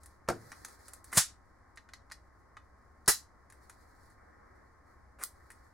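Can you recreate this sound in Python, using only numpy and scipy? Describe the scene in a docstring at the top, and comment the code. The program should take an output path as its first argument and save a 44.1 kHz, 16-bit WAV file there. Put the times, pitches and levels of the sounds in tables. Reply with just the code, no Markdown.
"""An airsoft pistol is put back together by hand in a small, dry room with a low hum and faint whine.
Parts tick and rub throughout. Early on the grip bumps the table; at about 1.2 s a creak and scrape
lead into the slide's clack, and at 3.1 s the slide stop snaps in. A last part creaks home at 5.2 s.
Hits are short bursts of random contacts that make metal ring, rubbing and room noise are coloured
noise, and reflections made of dying noise put the pistol in the room."""
import sys
import numpy as np
from scipy import signal
from scipy.fft import rfft, irfft
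from scipy.io import wavfile
from scipy.ndimage import uniform_filter1d

SR = 44100
rng = np.random.default_rng(int(sys.argv[2]) if len(sys.argv) > 2 else 0)


def file_out(sig):
    """Save sig as 16-bit WAV at sys.argv[1]."""
    # one column per channel
    cols = np.atleast_2d(sig).T
    # limit, then scale
    lim = np.clip(cols, -1, 1)
    pcm = np.round(lim * 32767).astype(np.int16)
    wavfile.write(sys.argv[1], SR, pcm)


N = 252693  # length of the scene in samples
T = np.arange(SR // 2) / SR  # the half second given to each short sound, in seconds


def amp(db):
    """Turns dB into a plain factor."""
    return 10 ** (np.asarray(db) / 20)


def unit(x):
    """Scales to energy 1."""
    return x / np.sqrt(np.sum(x ** 2) + 1e-20)


def read(points, hz):
    """Reads a table between its points, along a logarithmic pitch scale."""
    f, value = np.transpose(points)
    return np.interp(np.log(hz + 1), np.log(f + 1), value)


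def add(mix, s, sound):
    """Adds a sound to the mix, starting at s seconds."""
    part = mix[round(s * SR):][:len(sound)]
    part += sound[:len(part)]


def shaped(x, spectrum):
    """Gives steady noise a colour, at rms 1."""
    gain = amp(read(spectrum, np.fft.rfftfreq(N, 1 / SR)))
    return unit(irfft(rfft(x) * gain, N)) * np.sqrt(N)


def drifting(size):
    """A slowly wandering random curve, at rms 1; a larger size in samples wanders more slowly."""
    return unit(uniform_filter1d(rng.standard_normal(N), size=size)) * np.sqrt(N)


def response(spectrum, size=4096):
    """The answer of a body with this colour to one tap: nothing sounds before the tap."""
    log_gain = np.log(amp(read(spectrum, abs(np.fft.fftfreq(size, 1 / SR)))))
    minimum_phase = np.exp(np.conj(signal.hilbert(log_gain)))
    return unit(np.fft.ifft(minimum_phase).real[:size // 2])


def through(x, body):
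    """Sends a short sound through a body, at energy 1."""
    return unit(signal.fftconvolve(x, body)[:len(T)])


def evened(x, width_hz=250):
    """Levels the broad humps in the spectrum of a random burst or tail, so a later colour is heard plainly."""
    z = rfft(x, 2 * len(T))
    power = uniform_filter1d(abs(z) ** 2, size=int(width_hz * 2 * len(T) / SR) + 1)
    return unit(irfft(z / np.sqrt(abs(power) + 1e-12))[:len(T)])


def dying(t60s):
    """Countless overlapping resonances or echoes: noise whose bands die at their own speeds."""
    hz, t, z = signal.stft(rng.standard_normal(len(T)), SR, nperseg=256)
    fading = z * amp(-60 * t / read(t60s, hz)[:, None])
    return signal.istft(fading, SR, nperseg=256)[1][:len(T)]


def chatter(t60, first, rise_s=0.00014):
    """A first contact, then a dying rattle of micro-contacts."""
    envelope = amp(-60 * T / t60) * (1 - np.exp(-T / rise_s))
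    rattle = unit(rng.standard_normal(len(T)) * envelope)
    return unit(rattle + first * (T == 0))


def resonance(x, hz, t60, share):
    """Lets a share of the sound ring in one damped mode."""
    mode = amp(-60 * T / t60) * np.cos(2 * np.pi * hz * T)
    return x + share * through(x, mode)


def ringing(modes, t60s):
    """The strongest modes of a part, each a tone dying away."""
    tones = 0
    for hz, db in modes:
        fading = amp(db - 60 * T / read(t60s, hz))
        tones = tones + fading * np.sin(2 * np.pi * (hz * T + rng.random()))
    return unit(tones)


def strike(hits, colour, modes, t60s, modes_db, dense_db, swell_s, first):
    """Quickly repeated contacts make a crack, and feed a few strong modes and many weak ones."""
    out, force = np.zeros(N), np.zeros(len(T))
    start, body = hits[0][0], response(colour)
    for s, db, t60 in hits:
        add(force, s - start, amp(db) * chatter(t60, first))
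    crack = through(evened(force, width_hz=310), body)
    strong_modes = amp(modes_db) * ringing(modes, t60s)
    weak_modes = amp(dense_db) * through(evened(dying(t60s)), body)
    swell = np.minimum(T / swell_s, 1)
    add(out, start, np.linalg.norm(force) * (crack + (strong_modes + weak_modes) * swell))
    return out


# Colour of the room noise. Each row: pitch in Hz, relative level in dB.
FLOOR = [(25, -10), (42, -9), (62, 0.6), (105, -8), (150, -18), (250, -17), (480, -22), (1100, -20),
         (2000, -27), (2650, -50), (3500, -51), (5000, -41), (10000, -50), (16000, -72)]
# Its whining tones. Each row: pitch in Hz, rms level in dB before the small left-right tilt.
TONES = [(64, -74.5), (1071, -75.5), (1222, -81)]
# How alike the two ears hear it. Each row: pitch in Hz, likeness from 0 (unrelated) to 1 (the same).
LIKENESS = [(60, 1), (130, 0.4), (290, 0.73), (1400, 0.9), (3000, 0), (16000, 0.1)]


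def room_noise(floor_db=-62.0, waver_hz=3):
    """Low rumble as coloured noise, alike in both ears in the bass, and a faint wavering fan whine."""
    same = read(LIKENESS, np.fft.rfftfreq(N, 1 / SR))
    a, b = rfft(rng.standard_normal((2, N)))
    mid, side = a * np.sqrt(1 + same), b * np.sqrt(1 - same)
    air = np.array([shaped(irfft(z, N), FLOOR) for z in (mid + side, mid - side)])
    for hz, db in TONES:
        cycles = np.cumsum(hz + waver_hz * drifting(4000)) / SR
        air = air + amp(db - floor_db) * np.sqrt(2) * np.sin(2 * np.pi * cycles)
    return amp(floor_db) * air * amp([[.5], [-.5]])  # left a little louder than right


# How long the room rings. Each row: pitch in Hz, seconds to fall by 60 dB.
ROOM_T60 = [(60, 0.22), (300, 0.05), (1500, 0.2), (5000, 0.21), (9000, .195), (16000, 0.14)]
# Colour of the reflections, where the bass is weak. Each row: pitch in Hz, dB added to wet_db.
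ROOM_GAIN = [(60, -11), (350, -8), (800, -2.5), (1500, -6), (3000, 2.5), (9000, -0.5), (16000, 1)]
# Extra colour of their left-right difference. Each row: pitch in Hz, dB added on top, along with side_db.
ROOM_SIDE = [(60, 8.5), (400, 8.5), (1300, 4.5), (2400, -5.5), (4400, 0.5), (8500, -3), (14000, 4.5)]


def room(x, wet_db, side_db, early=1.3, early_s=0.014, delay_s=0.0017, build_s=0.0025):
    """Direct sound plus dense reflections, the strong early ones from the table and hands."""
    onset = np.clip((T - delay_s) / build_s, 0, 1) * (1 + early * np.exp(-T / early_s))
    tails = [evened(dying(ROOM_T60) * onset, width_hz=760) for _ in range(2)]
    hz = np.fft.rfftfreq(2 * len(T), 1 / SR)
    # first row for what both ears share, second for their difference
    gain = amp(wet_db + read(ROOM_GAIN, hz)) * amp([0 * hz, side_db + read(ROOM_SIDE, hz)])
    echoes = irfft(rfft(tails, 2 * len(T)) * gain)[:, :len(T)]
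    mid, side = signal.fftconvolve(x[None], echoes, axes=1)[:, :N]
    return np.array([x + mid + side, x + mid - side]) / np.sqrt(1 + amp(wet_db) ** 2)


def stroke(start, length, attack_s=0.011, release_s=0.027):
    """A hand movement sets in, holds and dies away."""
    t = np.arange(N) / SR - start
    return np.clip(t / attack_s, 0, 1) * np.exp(-np.maximum(t - length, 0) / release_s)


# The hands shifting their hold. Each row: start in seconds, length in seconds,
# rms level of rubbing metal in dB, rms level of brushing skin in dB (both before the room).
STROKES = [(0, 0.11, -75.5, -88), (0.319, .42, -67, -66.5), (0.782, .19, -68, -69),
           (1.049, .08, -68.5, -68), (3.52, 0.59, -79, -76.5), (4.17, 0.47, -101.5, -69.5),
           (4.857, 0.056, -83, -72), (5.337, 0.33, -79.5, -76)]
# Colour of metal rubbing on metal. Each row: pitch in Hz, relative level in dB.
RUB = [(150, -15), (500, -7.5), (1100, 0), (2000, 2), (2900, -22.5), (4300, 1.5), (6500, -1), (9500, -1),
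       (12500, -7), (16000, -10.5)]
# Colour of the palm brushing the grip. Each row: pitch in Hz, relative level in dB.
BRUSH = [(60, -13.5), (280, 11), (600, 5.5), (1300, 9), (1900, 9), (2300, -3), (2700, -44), (5500, -20),
         (12000, -45)]
HOLD_METAL_DB, HOLD_SKIN_DB = -87.5, -70  # steady rms level of the hold before the room, under all strokes


def friction(slips_per_s=1500, spread_db=3.0, smooth=.45, uneven_db=2.0):
    """Metal slides in tiny slips under an uneven hand pressure; skin brushes smoothly."""
    sizes = amp(spread_db * np.minimum(rng.exponential(1, N), 5))
    slipping = rng.random(N) < slips_per_s / SR
    slips = rng.standard_normal(N) * (smooth + sizes * slipping)
    pressure_db = uneven_db * np.clip(drifting(900), -2, 2)
    metal = shaped(slips * amp(pressure_db), RUB)
    skin = shaped(rng.standard_normal(N), BRUSH)
    out = amp(HOLD_METAL_DB) * metal + amp(HOLD_SKIN_DB) * skin
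    for start, length, metal_db, skin_db in STROKES:
        out += stroke(start, length) * (amp(metal_db) * metal + amp(skin_db) * skin)
    return out


# Parts clicking together. Each row: start in seconds, pitch of the frame's clack in Hz, pitch of the
# steel ring in Hz, clack energy in dB, ring energy in dB before ring_db is added (both before the room).
CLICKS = [(.0334, 1400, 8900, -43, -39), (0.059, 1720, 9800, -37, -37.5), (.2778, 1100, 6030, -24, -45),
          (0.5176, 1800, 5730, -21, -27), (.527, 1170, 4810, -25, -45), (0.6479, 1640, 6400, -21, -19.5),
          (0.684, 1260, 7950, -34, -36), (.882, 1330, 8400, -31, -31.5), (0.9345, 1350, 10500, -31.5, -32),
          (1.043, 1570, 10100, -38, -36.5), (1.128, 1690, 8000, -12.5, -29), (1.1315, 1624, 9180, -18, -24),
          (1.759, 1130, 8120, -55.5, -46), (1.7732, 1980, 4000, -23.5, -30),
          (1.7795, 1875, 3930, -27.5, -48), (1.889, 1510, 3420, -30, -39.5),
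          (1.9351, 2024, 4100, -23.5, -23.5), (2.1, 1290, 3855, -35, -40.5), (2.113, 1885, 4500, -23, -33),
          (2.1192, 1930, 4860, -22.5, -21), (2.5684, 1224, 3700, -21, -36.5), (3.06, 1197, 4540, -45, -33),
          (3.5, 1656, 6900, -34, -37.5), (3.523, 1730, 8410, -32.5, -40.5),
          (3.6964, 1411, 6940, -27, -31.5), (4.101, 1441, 8880, -56.5, -51.5),
          (5.214, 1670, 5600, -31, -38), (5.229, 1421, 8680, -25, -29.5), (5.2368, 1290, 9800, -19.5, -15),
          (5.503, 1840, 8780, -25.5, -37.5), (5.517, 1700, 10500, -54, -43.5)]
# Colour of the frame's knock. Each row: pitch in Hz, relative level in dB.
FRAME = [(100, -21.5), (450, -17.5), (800, -4.5), (1200, 0.5), (2000, 1.5), (2900, -12.5), (5000, -30),
         (16000, -50.5)]
# Colour of the ringing steel. Each row: pitch in Hz, relative level in dB.
RING = [(2000, -41), (3100, -10), (4100, 0), (6800, 0.5), (9000, -8.5), (16000, -29.5)]
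# Colour of the bright tick, before brightening. Each row: pitch in Hz, relative level in dB.
TICK = [(3000, -27.5), (6000, -8), (8200, 4), (11000, 4), (13000, -11.5), (16000, -11)]
# the smaller the part, the higher it rings and the stronger its tick;
# at EVEN_TICK_HZ the tick level equals the ring level in the table
EVEN_TICK_HZ, TICK_DB_PER_OCTAVE = 6540, 15.5
# light contacts rattle on for CHATTER_T60 seconds; those harder than FIRM_DB seat at once,
# their chatter halving every HALVING_DB
CHATTER_T60, FIRM_DB, HALVING_DB = 0.033, -18.5, 7.5


def clicks(clack_t60=0.013, ring_t60=.004, first=0.14, ring_db=-1, brighten=.4):
    """Each contact knocks the hand-damped frame, rings a steel part and gives a bright tick."""
    out = np.zeros(N)
    frame, ring = response(FRAME), response(RING)
    for s, clack_hz, ring_hz, clack_db, rung_db in CLICKS:
        tick_db = rung_db + TICK_DB_PER_OCTAVE * np.log2(ring_hz / EVEN_TICK_HZ)
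        t60 = CHATTER_T60 * .5 ** (max(tick_db - FIRM_DB, 0) / HALVING_DB)
        knock, steel, tip = (evened(chatter(t60, first * CHATTER_T60 / t60), width_hz=600)
                             for _ in range(3))
        # a harder contact is briefer, so it reaches higher
        tick = response([(hz, db + brighten * (tick_db + 25) * (hz > 12000)) for hz, db in TICK])
        knock = resonance(knock, clack_hz, clack_t60, share=0.22)
        steel = resonance(steel, ring_hz, ring_t60, share=.3)
        add(out, s, amp(clack_db) * through(knock, frame))
        add(out, s, amp(rung_db + ring_db) * through(steel, ring))
        add(out, s, amp(tick_db) * through(tip, tick))
    return out


# A tight part forced in. Each row: start in seconds, end in seconds, creak level in dB (the creak climbs
# from 15 to 5 dB below it), rms level of the scrape at the end in dB (both before the room).
CREAKS = [(1.113, 1.172, -42.5, -29), (5.183, 5.234, -42.5, -46.5)]
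# Colour of the creak. Each row: pitch in Hz, relative level in dB.
CREAK = [(100, -14), (450, -5.5), (850, -6), (1200, 1.5), (2100, -1.5), (3000, -20), (6000, -21.5),
         (16000, -40.5)]
# Colour of the scrape. Each row: pitch in Hz, relative level in dB.
SCRAPE = [(1000, -14), (2000, -5.5), (3000, -19), (5500, -9.5), (9300, -2), (12500, -16), (16000, -22.5)]
SCRAPE_RISE_DB_PER_S = 477.5


def creaks(slips_per_s=700, rise_db=10, drag=0.16, onset_s=.008):
    """Pressure builds; the part sticks and slips on the frame, scraping ever louder until it gives."""
    out, body, rails = np.zeros(N), response(CREAK), response(SCRAPE)
    for start, end, creak_db, scrape_db in CREAKS:
        t = T[T < end - start]
        grip = rng.standard_normal(len(t)) * np.minimum(t / onset_s, 1)
        slipping = rng.random(len(t)) < slips_per_s / SR
        slips = unit(grip * (drag + slipping)) * np.sqrt(len(t))
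        creak = slips * amp(creak_db + rise_db * (t / t[-1] - 1.5))
        scrape = grip * amp(scrape_db - SCRAPE_RISE_DB_PER_S * (t[-1] - t))
        add(out, start, signal.fftconvolve(creak, body))
        add(out, start, signal.fftconvolve(scrape, rails))
    return out


# The grip meeting the table. Each row: start in seconds, energy of the contact in dB,
# seconds for its chatter to fall by 60 dB.
TABLE_HITS = [(.2867, -3, 0.0074), (.2888, -1.5, 0.015), (.2968, -15.5, 0.03), (.301, -7, 0.035)]
# Colour of the contact. Each row: pitch in Hz, relative level in dB.
TABLE = [(25, -7), (200, 1), (350, 2), (600, 6), (950, -3.5), (1500, 1.5), (2200, -11.5), (3200, -24.5),
         (4800, -13.5), (9000, -18.5), (16000, -32)]
# Its strongest modes. Each row: pitch in Hz, relative level in dB.
TABLE_MODES = [(113, -3), (260, -29.5), (350, 7.5), (458, 3), (575, -18), (619, -15), (690, -1), (764, 7),
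               (937, 0.5), (1040, -7), (1211, -16), (1400, -8), (1510, -24)]
# How long it rings. Each row: pitch in Hz, seconds to fall by 60 dB.
TABLE_T60 = [(110, 0.7), (350, 0.25), (700, 0.16), (1500, 0.16), (5000, 0.12)]


def table_bump():
    """The grip bumps the table: mostly low modes, with a strong first contact."""
    return strike(TABLE_HITS, TABLE, TABLE_MODES, TABLE_T60,
                  modes_db=-5.5, dense_db=-4.5, swell_s=0.0022, first=0.74)


# The slide stop's contacts. Each row: start in seconds, energy of the contact in dB,
# seconds for its chatter to fall by 60 dB.
STOP_HITS = [(3.0778, 1, 0.044), (3.0818, 2.5, 0.023), (3.0858, 1.5, 0.047), (3.0965, -2, 0.026)]
# Colour of the contact. Each row: pitch in Hz, relative level in dB.
STOP = [(25, 5), (150, 1), (230, -1), (430, 6), (700, -3.5), (950, 3), (1300, 2.5), (1900, 1.5), (2300, -9),
        (3400, -11), (4500, -2), (10200, 3), (12300, -4), (16000, -11)]
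# Its strongest modes. Each row: pitch in Hz, relative level in dB.
STOP_MODES = [(360, 7), (460, -6.5), (554, -12), (1216, -1.5), (1749, -0.5), (1954, -2.5), (4010, -2.5),
              (4371, -9.5), (4470, -10), (4898, -11.5), (5108, -3), (5447, -1), (6957, -18), (7044, -10),
              (7227, -9.5), (7418, -9), (7795, -4), (7910, -10), (8161, -5.5), (8432, 3), (8842, 2),
              (9200, -8.5), (9375, 3.5), (9611, 2.5), (9819, -1.5), (10298, -4.5), (10478, -2),
              (10858, -9.5)]
# How long it rings. Each row: pitch in Hz, seconds to fall by 60 dB.
STOP_T60 = [(400, 0.054), (1000, 0.12), (1700, 0.12), (5000, 0.19), (10000, 0.13), (16000, .15)]


def stop_snap():
    """The slide stop snaps in: a rattle of four contacts sets low and high modes ringing."""
    return strike(STOP_HITS, STOP, STOP_MODES, STOP_T60,
                  modes_db=-2, dense_db=2.8, swell_s=0.004, first=0.041)


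# The slide's contacts as it runs home. Each row: start in seconds, energy of the contact in dB,
# seconds for its chatter to fall by 60 dB.
SLIDE_HITS = [(1.1712, -6, 0.0045), (1.1727, 1.5, 0.033), (1.1775, 5, 0.05), (1.1875, -3, 0.022)]
# Colour of the contact. Each row: pitch in Hz, relative level in dB.
SLIDE = [(25, -1.5), (75, 3), (160, 6.5), (270, -9.5), (500, -4.5), (700, 2), (950, -1), (1500, 0),
         (2600, -7), (4300, -2), (7500, 3), (10800, 1.5), (12500, -6.5), (16000, -11.5)]
# Its strongest modes. Each row: pitch in Hz, relative level in dB.
SLIDE_MODES = [(672, -7.5), (890, -5), (1065, -0.5), (1254, -6), (1394, -4.5), (1768, -5), (1964, -10.5),
               (3558, -8), (4610, -6), (5264, -7.5), (5388, -2), (6080, -5), (6250, -5.5), (6473, -1),
               (6624, 1), (6761, -1), (6882, -5.5), (7332, 0), (7601, 1.5), (7700, 1), (7964, 2),
               (8336, -0.5), (8699, -4.5), (8831, -3), (9461, -7.5), (10023, -5.5), (10483, -2.5),
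               (10739, -6.5)]
# How long it rings. Each row: pitch in Hz, seconds to fall by 60 dB.
SLIDE_T60 = [(300, .05), (700, 0.07), (1500, 0.18), (6000, 0.19), (10000, .16), (16000, .13)]


def slide_clack():
    """The slide runs home with a clack: four contacts close together make the metal ring."""
    return strike(SLIDE_HITS, SLIDE, SLIDE_MODES, SLIDE_T60,
                  modes_db=-5, dense_db=3.5, swell_s=.004, first=.1)


def scene():
    """Puts every source in the room and adds the room noise."""
    handling = room(friction(), wet_db=-1.0, side_db=1)
    handling += room(clicks() + creaks(), wet_db=-7.0, side_db=-3.0)
    blows = room(table_bump(), wet_db=-11.5, side_db=-2.5)
    blows += room(stop_snap(), wet_db=-4.5, side_db=-2.5)
    blows += room(slide_clack(), wet_db=-13.0, side_db=2)
    return room_noise() + handling + blows


def record(dry, ceiling=.6, edge_hz=16100):
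    """The recorder rounds off the highest peaks, then cuts what lies above its band limit."""
    rounded = ceiling * np.tanh(dry / ceiling)
    band_limit = signal.firwin(255, edge_hz, window=("kaiser", 9), fs=SR)
    return signal.oaconvolve(rounded, band_limit[None], "same")


dry = scene()
out = record(dry)
file_out(out)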